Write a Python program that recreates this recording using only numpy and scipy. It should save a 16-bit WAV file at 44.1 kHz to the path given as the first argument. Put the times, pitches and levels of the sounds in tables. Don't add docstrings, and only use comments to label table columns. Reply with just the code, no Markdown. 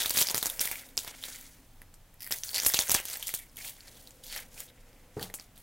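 import sys
import numpy as np
from scipy import signal
from scipy.fft import rfft, irfft
from scipy.io import wavfile
from scipy.ndimage import uniform_filter1d

SR = 44100
rng = np.random.default_rng(int(sys.argv[2]) if len(sys.argv) > 2 else 0)


def inscribe(sig):
    pcm = np.round(np.clip(np.atleast_2d(sig).T, -1, 1) * 32767)
    wavfile.write(sys.argv[1], SR, pcm.astype(np.int16))


def makeup_ratio(level_db):
    decades = np.asarray(level_db, float) / 20
    return 10 ** decades


N = 248091

# pitch_hz, density_db
ROOM_NOISE = [(12, -49), (20, -1.5), (54, -19), (103, -17), (196, -25), (266, -24), (333, -33), (811, -32),
              (1070, -36), (3450, -40), (4430, -42.5), (15500, -43)]
# pitch_hz, width_hz, level_db, start_s, end_s
APPLIANCE_HUM = [
    (264.6, 22, -67, -1.5, 1.57),
    (260, 54, -70.5, 3.5, 5.25),
    (500, 48, -68, 4, 5.15),
    (500, 77, -69.5, 0.3, 1.26),
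    (717, 8.4, -86.5, 4.5, 7.1),
]
# pitch_hz, density_db
CHANNEL_HISS = [(12, -35), (20, 9.5), (282, -4.5), (416, -1.5), (667, -8.5), (15500, -6.5)]
# pitch_hz, t60_s
KITCHEN_DECAY = [(300, 0.11), (700, 0.24), (2000, 0.19), (6000, 0.052), (15000, 0.15)]
# delay_s, level_db
NEAR_ECHOES = [(.0036, -11.5), (.0071, -26), (0.01, -19), (0.017, -27)]
# start_s, blow_db
ONION_BLOWS = [
    (5.167, -27),
    (5.186, -32.5),
    (5.211, -31.5),
    (5.237, -37),
    (5.255, -38.5),
    (5.297, -44.5),
]
# pitch_hz, level_db, t60_s
COUNTER_MODES = [(102.6, -7, 0.17), (132, -0.5, 0.19), (183, 1, 0.17), (340, 0.5, 0.064), (419, 5, 0.077),
                 (462, -6.5, 0.25), (620, -5, 0.059), (775, -6.5, 0.069), (1160, -22, 0.061)]
# low_hz, high_hz, level_db
RUSTLE_BANDS = [
    (3260, 11900, -0.5),
    (7840, 17500, -1.5),
    (1280, 2426, 0.5),
    (470, 1130, -3),
]
# pitch_hz, width_hz, level_db over the rustle
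SKIN_HOLLOWS = [(2150, 550, -8), (3300, 770, -1), (4520, 79, -3.5), (6400, 2500, -5.5)]
# start_s, end_s, pitch_hz, width_hz, lift (ratio, -1 shuts)
SKIN_CURLS = [(0.17, 0.237, 3660, 600, -0.2), (0.503, 0.575, 3200, 4600, -0.53),
              (1.224, 1.305, 2300, 500, 1), (2.198, 2.303, 2100, 500, 3), (2.2, 2.294, 5100, 900, 1.7),
              (2.204, 2.322, 6500, 3700, -1), (2.196, 2.3, 3240, 700, -0.3), (2.3, 2.35, 1800, 470, 3),
              (2.43, 2.534, 3020, 1400, -1.4), (2.46, 2.596, 4540, 630, 0.5),
              (2.665, 2.701, 12000, 3800, 2.4), (2.665, 2.7, 5200, 4500, -0.75),
              (2.756, 2.788, 2500, 580, 4.5), (2.967, 3.036, 2900, 620, 2.5), (3.228, 3.265, 3100, 350, 2),
              (3.377, 3.48, 2100, 330, 9), (3.354, 3.482, 3530, 400, 0.5), (3.34, 3.463, 8800, 3300, 0.3),
              (3.552, 3.713, 2320, 580, 1.7), (3.615, 3.698, 4500, 400, 0.5), (4.24, 4.398, 4400, 900, 0.8),
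              (4.675, 4.708, 3600, 452, 7.5), (4.282, 4.4, 3100, 730, 0.5), (5.343, 5.385, 8700, 3600, 3),
              (5.338, 5.388, 3600, 3000, -3), (5.207, 5.295, 4300, 900, 0.1)]
# start_s, effort_db, fall_s per 20 dB, bright_db, body_db
HAND_JERKS = [(.003, -34.5, 0.1747, 2, -8), (.06, -41, 0.25, 3.5, -8), (.105, -43.5, 0.38, -7, -6),
              (.346, -39.5, 0.2163, 2, -10), (0.427, -44, 0.2342, 9, -3), (0.61, -36, 0.1934, 6, -7),
              (0.714, -46.5, 0.13, 2, -2), (0.978, -43.5, 0.15, 4, -13.5), (1.236, -49, 0.19, 3, -6),
              (2.207, -58, 0.6, 10, -8), (2.53, -49, 0.34, -10, -4), (2.313, -37.5, 0.09, 7, -11.5),
              (2.439, -48, 0.5, 8, -10), (2.548, -35, 0.43, -9, -10), (2.665, -38, 0.02, 17.5, -6),
              (2.744, -36, 0.068, 10.5, -13), (2.791, -35, 0.0726, 8, -5.5), (2.906, -39, 0.06, 6, 0),
              (2.917, -39, 0.03, 16.5, -13), (2.944, -31, 0.0548, 10, -3.5), (3.053, -65, 0.5, 3, -22),
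              (3.227, -50.5, 0.21, 5, -15), (3.271, -44.5, 0.13, 7.5, -8.5), (3.34, -48, 0.07, 13.5, -18),
              (3.569, -53, 0.31, 4, -7), (4.239, -56.5, 0.18, 5, -13), (5.343, -52.5, 0.06, 5.5, -20.5),
              (5.56, -66.5, -1.5, 5.5, -6.5)]
# peak_s, effort_db, swell_s per 20 dB, bright_db, body_db
FINGER_SLIDES = [(0.195, -32.5, 0.085, 6.5, -10.5), (.29, -44.5, 0.2, -3, -4), (.5, -50, 0.27, -4, -1),
                 (.85, -57.5, 0.12, -11, -1.5), (1.085, -46, 0.1151, -14, -4.5), (1.32, -50.5, 0.32, 3, -7),
                 (2.708, -39.5, 0.19, 6.5, -9), (2.89, -47, 0.1862, 6, -2), (3.133, -45.5, 0.2136, 4.5, -6),
                 (3.669, -48, 0.08, 10, -8.5), (3.88, -59, 0.37, -11, -5), (4.0, -58.5, 0.33, 3, -12.5),
                 (4.325, -50.5, 0.1, 3.5, -8), (4.369, -44.5, 0.0821, 1, -2.5), (4.602, -47, 0.0767, 5, -7),
                 (4.85, -71, 1, -8, 1.5), (5.233, -45, 0.0639, 0.5, -9.5), (5.42, -59.5, 0.06, 3, -5.5)]
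# start_s, peak_db, pitch_hz
PINPRICKS = [(.1986, -17, 8000), (.3237, -31, 7000), (.4535, -37, 2000), (2.2218, -40, 2000),
             (2.2272, -35, 5500), (2.2444, -44, 2000), (2.2652, -35, 5000), (2.3203, -30, 1860),
             (2.508, -33, 3300), (2.5718, -17, 4500), (2.9176, -16, 6000), (3.1256, -31, 6000),
             (3.1417, -26, 10100), (3.158, -30, 5000), (3.1636, -31, 8050), (4.2806, -37.5, 10000),
             (4.6882, -43, 3600), (2.495, -41, 1700), (2.432, -43, 1800), (5.5713, -44.5, 3700)]
# start_s, peak_db, pitch_hz, bright_db
SCATTERED_TICKS = [(1.3, -49, 1670, 0), (.889, -42, 3700, 3), (0.99, -20, 7000, -8), (3.2, -36, 9500, -3),
                   (1.4113, -34, 6700, -1), (4.3, -37, 4430, -10), (3.881, -37, 4300, -8),
                   (3.154, -32, 5200, 0), (4.8915, -55, 11500, -2), (4.9305, -49, 5000, -12),
                   (4.0735, -34.5, 4000, -5), (3.138, -25, 4500, -3), (4.2665, -36, 7200, 2.5),
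                   (4.286, -39, 4300, -8), (4.3505, -29, 4200, -3), (4.3765, -25, 5500, -3),
                   (4.383, -32, 7000, -2), (4.391, -35, 1860, -2), (4.5785, -35.5, 2480, -7),
                   (3.1165, -34, 6200, 2), (2.5488, -22, 7100, -8), (.6035, -25.5, 9400, -3),
                   (0.0031, -17.5, 3600, -7)]
# start_s, peak_db, pitch_hz (ring), push_db (low), bright_db (crack)
CLEAN_TICKS = [(.0954, -18.5, 6130, -32, 3), (.2269, -13, 6000, -17, -15), (.2867, -12.5, 4900, -20, -8),
               (.3455, -14, 4760, -4.5, 0), (.4279, -15.5, 3690, -8, 0.5), (.4993, -21, 3570, -22, 5.5),
               (.5946, -13.5, 5500, -21, -25), (.6749, -22.5, 2100, -23, 0),
               (.977, -8.5, 5070, -19.5, -11.5), (1.0475, -31.5, 4500, -2, 2),
               (1.285, -28.5, 7100, -8, -10), (2.1961, -47, 5500, -15, -3), (2.212, -42, 5210, -42.5, -2),
               (2.2652, -34, 1946, -24, 6.5), (2.4687, -31, 6200, -29, -10), (2.621, -22, 6600, -17, -10),
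               (2.7904, -6, 6070, -14.5, -20), (2.8956, -14, 6000, -6.5, 0), (3.1972, -33, 7043, -33, -11),
               (3.8067, -35.5, 4520, -21, -12), (3.9541, -47, 4100, -16, -2.5),
               (4.1076, -36.5, 7150, -19, -10), (5.2998, -36, 1950, -23, -7),
               (5.3981, -28.5, 4740, -11, -15)]
FURTHER_CREASES = [(.0625, -42, 3600, -28, -1), (.1107, -18.5, 12100, -26, 0), (.1432, -22, 8000, -30, 1),
                   (.353, -25, 4000, -22, -6), (.3635, -33, 7000, 2, 12), (.415, -30, 4550, -25, -1),
                   (.436, -27.5, 12500, -13, 0), (2.2058, -36, 5170, -29, 3), (2.229, -32, 12500, -30, -1),
                   (2.232, -33, 4900, -30, 4), (2.3145, -21.5, 12400, -25, -1), (2.342, -29, 6200, -32, -10),
                   (2.362, -34, 6100, -34, -10), (2.386, -29.5, 6260, -28, 1), (2.448, -46.5, 1900, -20, 3),
                   (2.484, -30, 4500, -30, -1), (2.5315, -28, 4600, -29.5, -6),
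                   (2.535, -31.5, 4500, -32, -10), (2.6675, -14, 12000, -18, 2),
                   (2.6705, -17, 11000, -27, -8), (2.685, -14.5, 11500, -31, -10),
                   (2.692, -16, 11100, -35, -9), (2.7005, -26, 1780, -18, -4),
                   (2.7415, -20.5, 3400, -12.5, -8), (2.7475, -23.5, 4470, -17, 3.5),
                   (2.762, -20, 3300, -36, -12), (2.7715, -23, 7000, -27, -8), (2.805, -18, 9300, -37, -2.5),
                   (2.881, -24, 6500, -28, -8), (2.949, -19, 1670, 1, -12), (3.001, -24, 8000, -6, -5),
                   (3.038, -45, 12000, -30, -3), (3.352, -30, 7200, -33, 0.5), (3.551, -52.5, 12000, -30, -2),
                   (3.5595, -37, 10300, -29.5, -9), (3.6225, -35, 4540, -30, -8),
                   (5.1955, -33, 4500, -25, -7.5), (5.168, -52, 2190, -5, -15), (5.3005, -44, 3900, -25, -10),
                   (3.497, -46, 5040, -27, -10)]
SNAPS_EARLY = [(.0349, -23, 3500, -31, -7), (.0593, -13, 3700, -11.5, 0.5),
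               (.1045, -19.5, 4570, -14, -5), (.1074, -14.5, 8300, -11, -2),
               (.1498, -27, 3530, -2, 3), (.1727, -13.5, 5040, -7.5, -10),
               (.1775, -11, 6370, -32, -0.5), (.3062, -18, 6800, -9, -12),
               (.3552, -30.5, 9000, 4, 14), (.3718, -17.5, 6150, -12.5, -5),
               (.4678, -17, 6500, -12.5, 1), (.612, -18.5, 6350, -22, 9),
               (.655, -21.5, 10100, -8.5, 7), (1.2271, -31, 3430, -34, -4),
               (1.2386, -22, 3740, -37, -11), (1.3597, -31, 7250, -35, -8),
               (1.8179, -39.5, 1800, -4, 4.5), (2.221, -31.5, 4970, -33, 1.5),
               (2.2442, -35, 5040, -30.5, 5), (2.2742, -32.5, 1970, -12, 6),
               (2.3236, -16, 5300, -13.5, -4), (2.4354, -17.5, 5900, -39.5, -17),
               (2.4919, -24, 4460, -29, -10.5)]
SNAPS_LATE = [(2.5445, -18, 4680, -36, 0), (2.555, -18.5, 4070, -35, -21),
              (2.5815, -16, 4550, -20, -1), (2.5906, -18, 4670, -23, -14),
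              (2.6002, -13.5, 5860, -36, -8), (2.6345, -18.5, 6890, -11, -3),
              (2.6995, -21, 5230, -27, -4), (2.8114, -17, 3300, -32, -14),
              (2.8226, -18.5, 6640, -30, -1.5), (2.8883, -20, 9910, -37, -9),
              (3.0854, -24, 6400, -27, -9), (3.1331, -21.5, 8200, -28, -8),
              (3.1713, -31, 9990, -11, 8.5), (3.3904, -36.5, 10000, -22, 8),
              (3.5697, -35.5, 3300, -30, 9), (3.5885, -35, 4600, -11, -5),
              (4.3265, -24.5, 4320, -23, -12), (4.604, -24, 7100, -19, -0.5),
              (5.1954, -32.5, 1710, -8, -11.5), (5.2277, -23, 4420, -16, 1.5),
              (5.3406, -23.5, 6840, -7.5, -1), (5.3875, -41, 1900, -9, -15)]
RIPS_FIRST_STRIP = [(.0118, -19, 3686, -11, -7), (.0197, -17, 3520, -24, -20), (.0308, -23, 5160, -31, 3),
                    (.1593, -18.5, 3470, -12, -7), (.1872, -13, 3862, -11, -18),
                    (.2063, -20.5, 9773, -9, 2), (.2145, -9, 7560, -10.5, -7), (.2218, -15.5, 3500, -30, 3),
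                    (.2605, -25, 4894, -32, -19), (.2705, -16, 5500, -31.5, -10),
                    (.2986, -18, 4860, -27, -8), (.3115, -25.5, 6550, -4.5, 8),
                    (.3792, -14, 7100, -13.5, -3), (.4581, -12.5, 7000, -11.5, -6),
                    (.607, -15, 8400, -15.5, -7), (.6503, -23, 3470, -27, -13), (.7137, -25, 2220, -4, 4),
                    (.7562, -26.5, 2300, -20, -5), (.9702, -20, 7350, -12.5, -6),
                    (1.0772, -29.5, 3570, -2.5, 2.5), (1.941, -37, 7960, -12, -10)]
RIPS_LATER_STRIPS = [(2.1413, -55, 1860, -16, 10.5), (2.3093, -25, 7700, -2.5, -4),
                     (2.5606, -13, 4520, -37, -12), (2.649, -15.5, 5760, -17, -7.5),
                     (2.6635, -13, 5800, -6.5, -5), (2.665, -12, 10300, -23.5, -2),
                     (2.7378, -14, 6150, -20, -8), (2.7436, -12, 3750, -6, -3),
                     (2.9057, -13.5, 5440, -14, -8.5), (2.9167, -12.5, 6000, -10.5, -1),
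                     (2.9434, -6.5, 8560, -39, -12), (2.9482, -14.5, 5550, -3, -2),
                     (3.0536, -24.5, 8700, -10, 2.5), (3.0998, -26, 5600, -12, 1),
                     (3.2267, -22, 3220, -31, -3), (3.2703, -22.5, 7500, -36, -1),
                     (3.2811, -19, 9500, -42, -9), (3.2913, -26, 2150, -13, 4),
                     (3.3398, -24.5, 3500, -2.5, 8), (3.646, -32, 3370, -26.5, -15),
                     (4.362, -24.5, 1990, -16, -1.5), (5.4097, -41.5, 4246, -22, -11),
                     (5.5573, -51.5, 3850, -21, 0), (5.5774, -45, 3600, -8, 6)]

TICK_SPRAY_DB, SNAP_SPRAY_DB, RIP_SPRAY_DB = -21, -17.5, -12
FAINT_PUSH_DB = -18


def evened(x):
    return x / np.sqrt(np.mean(x ** 2) + 1e-20)


def read(points, hz):
    f, value = np.transpose(points)
    return np.interp(np.log(hz + 1), np.log(f + 1), value)


def coloured(x, points):
    return irfft(rfft(x) * makeup_ratio(read(points, np.fft.rfftfreq(N, 1 / SR))), N)


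def add(mix, s, sound):
    part = mix[max(round(s * SR), 0):][:len(sound)]
    part += sound[:len(part)]


def band(x, lo_hz, hi_hz, order=2):
    edges = [lo_hz, min(hi_hz, SR / 2.1)]
    return signal.sosfilt(signal.butter(order, edges, "band", fs=SR, output="sos"), x)


def around(x, hz, width):
    return band(x, hz - width / 2, hz + width / 2, order=1)


def slow(size):
    once = uniform_filter1d(rng.standard_normal(N), size)
    return evened(uniform_filter1d(once, size))


def channel_hiss():
    return makeup_ratio(-72.5) * evened(coloured(rng.standard_normal(N), CHANNEL_HISS))


def background():
    t = np.arange(N) / SR
    noise = evened(coloured(rng.standard_normal(N), ROOM_NOISE))
    out = makeup_ratio(-57) * noise * makeup_ratio(0.5 * slow(size=6000))
    for hz, width, db, start, end in APPLIANCE_HUM:
        running = np.interp(t, [start - 0.2, start, end, end + 0.23], [0.091, 1.0, 1.0, 0.11])
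        waver = makeup_ratio(db + 1.1 * slow(size=5000))
        out += running * waver * evened(around(rng.standard_normal(N), hz, width))
    return out


def room(x):
    out = np.zeros(N)
    turn = np.arange(N) / SR * 8.99
    for window in (np.sin(turn), np.cos(turn)):
        taps = np.zeros(SR // 2)
        at = np.arange(200, len(taps) - 20, 20)
        taps[at + rng.integers(0, 20, len(at))] = rng.choice([-1., 1.], len(at))
        hz, t, z = signal.stft(taps, SR, nperseg=256)
        decay = makeup_ratio(-60 * t / read(KITCHEN_DECAY, hz)[:, None])
        tail = signal.istft(z * decay, SR, nperseg=256)[1]
        out += signal.oaconvolve(x * window, tail / np.linalg.norm(tail))[:N]
    return makeup_ratio(-12) * out


def bump():
    t = np.arange(SR // 2) / SR
    out = np.zeros(N)
    spots = rng.uniform(-0.57, 1, (len(ONION_BLOWS), len(COUNTER_MODES)))
    for (s, blow_db), spot in zip(ONION_BLOWS, spots):
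        ring = np.zeros(len(t))
        for (hz, db, t60), u in zip(COUNTER_MODES, spot):
            ring += makeup_ratio(db + 9.5 * u - 60 * t / t60) * np.sin(2 * np.pi * hz * t)
        scuff = makeup_ratio(-4.5 - 60 * t / 0.21) * evened(band(rng.standard_normal(len(t)), 210, 1040))
        soft_onset = 1 - np.exp(-t / 0.0024)
        add(out, s, makeup_ratio(blow_db - 11.5) * (scuff - ring) * soft_onset)
    return out


def strokes():
    t = np.arange(N) / SR
    power = np.full((3, N), 1e-10)
    rows = [(0.0059, *row) for row in HAND_JERKS]  # rise, s per 20 dB
    rows += [(row[2], *row) for row in FINGER_SLIDES]
    for rise, s, effort_db, fall, bright_db, body_db in rows:
        swell = makeup_ratio(effort_db - 20 * np.maximum((s - t) / abs(rise), (t - s) / abs(fall)))
        power += (swell * makeup_ratio(np.array([[0], [bright_db], [body_db]]))) ** 2
    return 10 * np.log10(power)


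def rustle():
    effort_db, bright_db, body_db = strokes()
    out = np.zeros(N)
    sizes = makeup_ratio(3.5 * np.minimum(rng.exponential(1, N), 1.25)) * rng.standard_normal(N)
    clicks = evened(sizes * (rng.random(N) < 4000 / SR))
    rubbing = 1.25 * rng.standard_normal(N)
    cracks = (clicks + rubbing) * makeup_ratio(1.4 * slow(size=150))
    for (lo, hi, band_db), level_db in zip(RUSTLE_BANDS, [effort_db, bright_db, body_db, body_db]):
        patchy = makeup_ratio(2.37 * slow(size=400))
        out += evened(band(cracks, lo, hi) * patchy) * makeup_ratio(band_db + level_db)
    for hz, width, db in SKIN_HOLLOWS:
        opening = makeup_ratio(db + 6.4 * np.tanh(slow(size=1500)))
        out += opening * around(out, hz, width)
    for start, end, hz, width, lift in SKIN_CURLS:
        part = out[max(round(start * SR), 0):round(end * SR)]
        eased = signal.windows.tukey(len(part), 0.3)
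        add(out, start, max(lift, -1) * eased * around(part, hz, width))
    return out


def snap(peak_db, hz, low_db, bright_db, spray_db, noise):
    t = np.arange(len(noise)) / SR
    rise = t / (0.00015 + 1.0 / hz)
    ring = np.sin(2 * np.pi * hz * t) * rise * np.exp(1 - rise)
    wide = band(noise * np.exp(-t / 0.00045), 0.45 * hz, 9000)
    crack = band(noise * t * np.exp(-t / 0.0005), 9000, 16000)
    push = -band(t == 0, 61, 1460, order=1)
    wide_db = -4 - 8 * (hz < 2600)
    layers = [(ring, -4), (wide, wide_db), (crack, bright_db), (push, low_db + 6)]
    direct = sum(makeup_ratio(db) * layer / abs(layer).max() for layer, db in layers)

    echoes = np.zeros(len(t))
    for (delay, db), u in zip(NEAR_ECHOES, noise[-40:].reshape(4, 10)):
        add(echoes, delay * (1 + 0.056 * u[0]), makeup_ratio(db) * 0.23 * u)
    reflected = np.convolve(direct[:200], echoes)[:len(t)]

    grit = noise[::-1] * abs(noise)
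    loose = band(grit, min(0.61 * hz, 6000), 9400)
    loose += makeup_ratio(0.5 * bright_db + 6.5) * band(grit, 11000, 12600)
    loose += 0.17 * evened(band(grit, hz, 1.265 * hz))
    spray = loose * np.exp(-t / 0.0094) * (1 - np.exp(-t / 0.00022))
    return makeup_ratio(peak_db) * (direct + reflected + makeup_ratio(spray_db) * spray)


def pins():
    out = np.zeros(N)
    for (s, peak_db, hz), noise in zip(PINPRICKS, rng.standard_normal((len(PINPRICKS), 1500))):
        add(out, s, snap(peak_db, hz, FAINT_PUSH_DB, -9, TICK_SPRAY_DB, noise))
    return out


def snaps():
    faint = [(s, db, hz, FAINT_PUSH_DB, bright_db) for s, db, hz, bright_db in SCATTERED_TICKS]
    kinds = [(CLEAN_TICKS, TICK_SPRAY_DB), (FURTHER_CREASES, TICK_SPRAY_DB), (faint, TICK_SPRAY_DB),
             (SNAPS_EARLY, SNAP_SPRAY_DB), (SNAPS_LATE, SNAP_SPRAY_DB),
             (RIPS_FIRST_STRIP, RIP_SPRAY_DB), (RIPS_LATER_STRIPS, RIP_SPRAY_DB)]
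    rows = [(*row, spray_db) for table, spray_db in kinds for row in table]
    out = np.zeros(N)
    for (s, *row), noise in zip(rows, rng.standard_normal((len(rows), 1500))):
        add(out, s - 0.0001, snap(*row, noise))
    return out


def scene():
    skin = rustle() + snaps()
    mid = background() + room(skin) + bump() + skin + pins()
    side = channel_hiss()
    return np.array([mid + side, mid - side])


def low_pass(x):
    return signal.sosfilt(signal.butter(12, 16810, fs=SR, output="sos"), x)


def record(dry):
    step = np.array([band(channel ** 2, 21, 81) for channel in dry])
    bent = dry + 0.83 * step
    lowpass = signal.firwin(255, 16000, window=("kaiser", 6), fs=SR)
    limited = signal.oaconvolve(bent, lowpass[None], "same")
    return low_pass(limited)


dry = scene()
out = record(dry)
inscribe(out)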